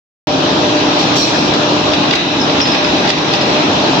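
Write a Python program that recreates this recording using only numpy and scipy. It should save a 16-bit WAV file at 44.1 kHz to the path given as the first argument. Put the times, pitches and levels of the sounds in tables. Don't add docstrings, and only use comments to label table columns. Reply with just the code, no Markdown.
import sys
import numpy as np
from scipy import signal
from scipy.fft import rfft, irfft, next_fast_len
from scipy.io import wavfile
from scipy.ndimage import uniform_filter1d, minimum_filter1d, map_coordinates

SR = 44100
rng = np.random.default_rng(int(sys.argv[2]) if len(sys.argv) > 2 else 0)


def to_linear_factor(level_db):
    exponent = np.asarray(level_db, float) / 20
    return 10 ** exponent


def waveform_to_disk(signal):
    frames = np.transpose(np.atleast_2d(signal))
    scaled = np.clip(frames, -1, 1) * 32767
    samples = np.round(scaled).astype(np.int16)
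    wavfile.write(sys.argv[1], SR, samples)


N = 176400
T = np.arange(N) / SR

# time in seconds, then roar, rasp, hum octave and hum gain in dB.
MACHINE_SWELL = [(.27, -2, 1, 1, 0.5), (.5, 0, 4, 6, -6), (.75, -1, 4, 2.5, 2.5), (1, -2.5, 5, -3, -2),
                 (1.35, 0.5, 6, -4, 2.5), (1.5, -0.5, 3.5, -5, -0.5), (1.75, -.5, 4, 6.5, 2),
                 (1.9, -1, 3.5, -4, 0), (2.15, -1.5, 3, -4, -5), (2.3, -2.5, 1, 0, -2.5),
                 (2.7, 0.5, 6, -0.5, 2.5), (2.95, 0, 4.5, 5, -2.5), (3.15, -3, 3.5, -5.5, 3.5),
                 (3.5, 0.5, 4.5, 3.5, 1), (3.75, -1.5, 4, -0.5, 2.5), (4, 1, 4.5, 0.5, -10.5)]


def unit(x):
    return x / np.sqrt(np.mean(x ** 2) + 1e-20)


def along(points, hz):
    f, v = np.transpose(points)
    return np.interp(np.log(hz + 1), np.log(f + 1), v)


def wobble(rate):
    return map_coordinates(rng.standard_normal(200), [T * min(rate, 45)])


def filtered(x, response):
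    m = next_fast_len(x.shape[-1] + 8192)
    spectrum = rfft(x, m) * response(np.fft.rfftfreq(m, 1 / SR))
    return irfft(spectrum, m)[..., :x.shape[-1]]


def diffuse(spectrum, patchy_db):
    spacing_m, sound_m_per_s = 0.1637, 343
    z = signal.stft(rng.standard_normal((2, N)), nperseg=512)[2]
    field = uniform_filter1d(rng.standard_normal(z.shape[1:]), 5, 0)
    field = uniform_filter1d(field, 9, 1)
    pair = signal.istft(z * to_linear_factor(patchy_db * unit(field)), nperseg=512)[1][:, :N]

    def mid_side(hz):
        coherence = np.sinc(2 * hz * spacing_m / sound_m_per_s)
        turn = np.arccos(np.clip(coherence, -1, 1)) / 2
        return to_linear_factor(along(spectrum, hz)) * [np.cos(turn), np.sin(turn)]

    mid, side = filtered(pair, mid_side)
    return unit(np.array([mid + side, mid - side]))


def panned(x, left_db):
    return x * to_linear_factor(np.array([[left_db / 2], [-left_db / 2]]))


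def tone(hz, wander_hz):
    phase = 2 * np.pi * np.cumsum(hz + wander_hz * wobble(22.005)) / SR
    return np.sqrt(2) * np.sin(phase + rng.uniform(0, 2 * np.pi))


def ring(modes, t, rough, attack_s):
    walk = np.cumsum(rng.standard_normal((len(modes), len(t))), axis=1)
    drift = rough * uniform_filter1d(uniform_filter1d(walk, size=40), size=40)
    total = 0
    for (hz, db, t60), d in zip(modes, drift):
        decay = to_linear_factor(db + rng.normal(0, 1.3) - 60 * t / t60)
        total = total + decay * np.sin(2 * np.pi * hz * t + d)
    return total * (1 - np.exp(-(t / attack_s) ** 2))


def ring_pair(modes, t, rough, attack_s):
    return np.array([ring(modes, t, rough, attack_s) for _ in range(2)])


def roar():
    # frequency in Hz, relative level in dB.
    roar_colour = [(15, -52.5), (25, -63.5), (76, -28), (107, -12.5), (140, -9), (269, -5), (300, -2.5),
                   (425, -7), (557, -10.5), (593, -7), (642, -9), (985, -10), (1100, -20), (1430, -51.5),
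                   (2420, -120)]
    rasp_colour = [(530, -3.5), (900, -2.5), (1130, -0.5), (1210, -3), (1290, -2.5), (2190, -10),
                   (2500, -3), (2850, -5), (3260, -3), (4100, -3), (4390, -8.5), (5840, -10), (6480, -22),
                   (7130, -23), (8800, -47.5), (11400, -83), (19400, -120)]
    fizz_colour = [(5060, -31), (8600, 5.5), (9240, -24), (9580, -21), (10100, 1.5), (11300, -10),
                   (11600, 4.5), (12000, 1), (13000, -0.5), (14800, -5), (15900, -4.5)]
    # frequency in Hz, left over right in dB.
    mic_tilt = [(60, 0.83), (250, 1), (600, 0), (1100, 1.65), (2000, 6), (3000, 1.5), (3600, 0), (5000, -1),
                (6000, -5.5), (7100, -9.5), (8200, 3), (8800, 2), (10000, 1), (15000, -2.16)]
    roar_db, rasp_db, fizz_db = -15, -20, -62.5
    s, roar_swell_db, rasp_swell_db, _, _ = np.transpose(MACHINE_SWELL)
    low_gain = to_linear_factor(roar_db + np.interp(T, s, roar_swell_db) + 0.55 * wobble(7.35))
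    high_gain = to_linear_factor(np.interp(T, s, rasp_swell_db) + 0.072 * wobble(11))
    low = low_gain * diffuse(roar_colour, patchy_db=0.83)
    rasp = to_linear_factor(rasp_db) * diffuse(rasp_colour, patchy_db=1.5)
    fizz = to_linear_factor(fizz_db) * diffuse(fizz_colour, patchy_db=2.5)
    rush = low + high_gain * (rasp + fizz)
    return filtered(rush, lambda hz: to_linear_factor(along(mic_tilt, hz) * np.array([[.5], [-.5]])))


def whine(hz, db, wander_hz, left_db):
    flutter_db, flutter_rate = 3, 22
    return panned(to_linear_factor(db + flutter_db * wobble(flutter_rate)) * tone(hz, wander_hz), left_db)


def drive_tones():
    # frequency in Hz, level in dB, wander in Hz, left over right in dB.
    steady_tones = [(151.06, -33.5, 3.092, -2.5), (266.56, -28, 4.81, 0.5), (328.55, -32.5, 2.93, 4),
                    (448, -41, 2.39, 3), (1198.7, -38, 1.56, 0.5), (1303, -48.5, 1.87, 6.5),
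                    (1617.2, -42.5, 2.2, 2.5), (3538, -46.5, 14, 1.5)]
    s, _, _, octave_swell_db, hum_swell_db = np.transpose(MACHINE_SWELL)
    hum = whine(298, db=-23.5, wander_hz=1.93, left_db=-1)
    octave = whine(600, db=-28.5, wander_hz=2.5, left_db=1)
    motor = to_linear_factor(np.interp(T, s, hum_swell_db)) * hum + to_linear_factor(np.interp(T, s, octave_swell_db)) * octave
    return motor + sum(whine(*row) for row in steady_tones)


def valve():
    # start in seconds, level in dB, hold in seconds, t60 in seconds.
    puffs = [(0.982, -23, 0.013, 0.34), (1.152, -16, 0.08, 1.16)]
    # frequency in Hz, relative level in dB.
    air_colour = [(2500, -28), (3500, -10), (3950, -1), (4200, -2), (4500, -2.5), (4800, -9.5), (5200, -7),
                  (5650, -0.5), (6000, -13), (6500, -14.5), (7500, -16), (8800, -29), (9500, -44.5),
                  (10300, -31.5), (12000, -28.5), (13300, -36), (15300, -36), (15900, -41)]
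    start_hz, end_hz, sag_s, width_hz, whistle_db = 5750, 5050, .1, 260, -7
    sputter_db = .8

    def shape(hold_share, fade_share, rise_s):
        total = 0
        for s, db, hold_s, t60 in puffs:
            fading_s = np.maximum(T - s - hold_share * hold_s, 0)
            total = total + to_linear_factor(db - 60 * fading_s / (fade_share * t60)) * np.clip((T - s) / rise_s, 0, 1)
        return total

    air = diffuse(air_colour, patchy_db=2.5)
    treble = filtered(air, lambda hz: 1 / (1 + (8000 / (hz + 1)) ** 8))
    since_s = np.min([np.where(T >= s, T - s, 10) for s, *_ in puffs], axis=0)
    pitch_hz = end_hz + (start_hz - end_hz) * np.exp(-(since_s / sag_s) ** 2)
    blur = filtered(rng.standard_normal((2, 2, N)), lambda hz: 1 / (1 + (hz / width_hz) ** 2))
    phase = 2 * np.pi * np.cumsum(pitch_hz) / SR
    whistle = unit(blur[0] * np.cos(phase) + blur[1] * np.sin(phase))
    body = air - treble + to_linear_factor(whistle_db) * whistle
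    jet = shape(1, 1, rise_s=.015) * body
    jet = jet + shape(hold_share=.15, fade_share=0.54, rise_s=.005) * treble
    return panned(to_linear_factor(sputter_db * wobble(30)) * jet, -1.7)


def roll_grind():
    # frequency in Hz, relative level in dB.
    run_colour = [(900, -40.5), (1400, 1.5), (1800, -3.5), (2200, -0.5), (2650, -2.5), (3000, -10.5),
                  (3600, -4), (4500, -49)]
    start_s, rise_s, level_db, uneven_db = 2.5, 0.01, -31.5, 4
    noise = to_linear_factor(level_db + uneven_db * wobble(9)) * diffuse(run_colour, patchy_db=4)
    return noise * np.clip((T - start_s) / rise_s, 0, 1)


def rod_pings():
    # start in seconds, level in dB, factor on the free ring time.
    pings = [(2.4, -20, .3), (2.413, -14, .35), (2.434, -20, 0.26), (2.612, -11, 1.1), (2.668, -20, .4),
             (2.697, -19, .6), (2.716, -16, .5), (2.841, -14, .35), (3.353, -16, .35), (3.41, -17, .35)]
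    # frequency in Hz, relative level in dB, free t60 in seconds.
    rod_modes = [(4900, -8, .1), (5095, 1.5, .26), (5227, -4, .12), (5464, -6, .14), (5582, -1, .1),
                 (5835, -7, .1)]
    out, t = np.zeros((2, N + SR)), T[:SR // 2]
    for s, db, free in pings:
        modes = [(hz, level_db, t60 * free) for hz, level_db, t60 in rod_modes]
        out[:, round(s * SR):][:, :len(t)] += to_linear_factor(db) * ring_pair(modes, t, .05, .0015)
    return out[:, :N]


def clanks():
    # start in seconds, level in dB, clatter t60 in seconds, brightness in dB per octave,
    # plate ring in dB, guide ring in dB.
    blows = [(.966, -26, 0.1, -11.5, -24.5, -3.5), (1.535, -21.5, .1, 4.5, -31, 0),
             (1.932, -14, 0.13, 1, -8, -1.5), (2.03, -16.5, 0.093, -2.5, -21, -4),
             (2.107, -15, 0.17, 2.5, -24.5, 1), (2.124, -13, 0.23, -2, -16, -8),
             (2.139, -15, .09, 5, -14, -6.5), (2.15, -11.5, 0.088, 6.5, -7.5, -12.5),
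             (2.495, -17.5, 0.092, -2.5, -10.5, -6), (2.555, -21.5, 0.063, 1.5, -24, -5),
             (2.6, -16, 0.12, -0.5, -15.5, -3), (2.652, -14, 0.14, -1, -10, -2.5),
             (2.67, -12.5, 0.12, 0.5, -18, -4), (2.731, -8.5, 0.13, 0, -20.5, -7),
             (2.742, -15, 0.089, -3.5, -21.5, -5), (2.843, -16, 0.13, -1, -15, -6),
             (3.047, -19.5, .13, -4, -25.5, -3), (3.07, -16, 0.14, 0.5, -25, -1.5),
             (3.08, -16.5, 0.11, -2.5, -27, -2), (3.088, -9, 0.11, 3, -17.5, -8),
             (3.099, -10.5, 0.103, 1, -21.5, -8), (3.172, -21, 0.12, 1, -27, 1.5),
             (3.334, -11.5, 0.11, 2.5, -30, 0.5), (3.347, -14.5, .1, 3, -31, -6.5),
             (3.41, -19, 0.15, 0.5, -27.5, -6), (3.797, -24.5, 0.08, 6.9, -15.5, -3)]
    # frequency in Hz, relative level in dB.
    crash_colour = [(200, -27), (500, -4), (1000, 1), (2000, 6.5), (3500, 7), (5500, 1), (7000, -12.5),
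                    (8500, -26), (9300, -48), (10500, -38.5), (12500, -40), (15800, -40.5)]
    # frequency in Hz, relative level in dB, t60 in seconds.
    plate_modes = [(2610, -3, 1), (2700, -7, .6), (3710, -3, .9), (3870, 0, 1.2)]
    guide_modes = [(810, 0, .14), (1100, -7, 0.082), (1960, -5, 0.092), (2560, -5, .08), (2790, -2, 0.1),
                   (3390, -2, 0.08), (3545, -2, 0.07), (3780, -6, 0.08), (4060, -6, 0.08), (4720, 0, 0.07)]
    rattle_db, attack_s = 4, 0.00306
    out, t = np.zeros((2, N + SR)), T[:SR // 2]
    for s, db, t60, slope, plate_db, guide_db in blows:
        tilt = lambda hz: slope * np.log2((hz + 1) / 3000)
        noise = filtered(rng.standard_normal((2, len(t))), lambda hz: to_linear_factor(along(crash_colour, hz) + tilt(hz)))
        grain_db = rattle_db * wobble(45)[::4][:len(t)]
        clatter = unit(noise) * to_linear_factor(grain_db - 60 * t / t60) * (1 - np.exp(-(t / attack_s) ** 2))
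        tilted = [(hz, level_db + tilt(hz), life_s) for hz, level_db, life_s in guide_modes]
        plate = to_linear_factor(plate_db) * ring_pair(plate_modes, t, 0.1696, 0.0025)
        guide = to_linear_factor(guide_db) * ring_pair(tilted, t, 0.0513, .003)
        out[:, round(s * SR):][:, :len(t)] += to_linear_factor(db) * (clatter + plate + guide)
    return out[:, :N]


def bar():
    return panned(clanks() + rod_pings() + roll_grind(), -0.92)


def hall(x):
    t60, build_s, dull_hz = 1, 0.014, 4500
    t = T[:SR]
    tail = filtered(rng.standard_normal((2, SR)), lambda hz: 1 / (1 + (hz / dull_hz) ** 4))
    tail = tail * to_linear_factor(-60 * t / t60) * (1 - np.exp(-t / build_s))
    return signal.fftconvolve(x, tail / np.linalg.norm(tail[0]), axes=1)[:, :N]


def scene():
    hall_db = -8.5
    near = bar()
    return roar() + drive_tones() + valve() + near + to_linear_factor(hall_db) * hall(near)


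def gain_control(dry):
    ear_hz, window_s, limit_db, depth, recover_db_per_s = 1585, 0.00938, -5.5, 0.707, 22.5
    delay = 300
    heard = filtered(dry, lambda hz: np.sqrt(1 + (hz / ear_hz) ** 2))
    power = uniform_filter1d((heard ** 2).mean(0), int(window_s * SR) + 1)
    level_db = 10 * np.log10(np.abs(power) + 1e-9)
    held_db = np.maximum.accumulate(level_db + recover_db_per_s * T) - recover_db_per_s * T
    duck_db = uniform_filter1d(-depth * np.maximum(held_db - limit_db, 0), 441)
    return to_linear_factor(np.pad(duck_db, (delay, 0), mode="edge")[:N])


def limited(x):
    ceiling = .97
    need = minimum_filter1d(np.minimum(1, ceiling / (np.abs(x).max(0) + 1e-9)), size=401)
    return x * uniform_filter1d(uniform_filter1d(need, size=200), size=200)


def top_cut(x):
    return signal.sosfilt(signal.butter(12, 16890, fs=SR, output="sos"), x)


def record(dry):
    low_cut_hz, top_hz, start_s = 58.5, 15830, .2709
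    x = filtered(dry, lambda hz: (hz < top_hz) / (1 + (low_cut_hz / (hz + 1)) ** 5))
    x = x * gain_control(dry) * (T >= start_s)
    return top_cut(limited(x))


dry = scene()
out = record(dry)
waveform_to_disk(out)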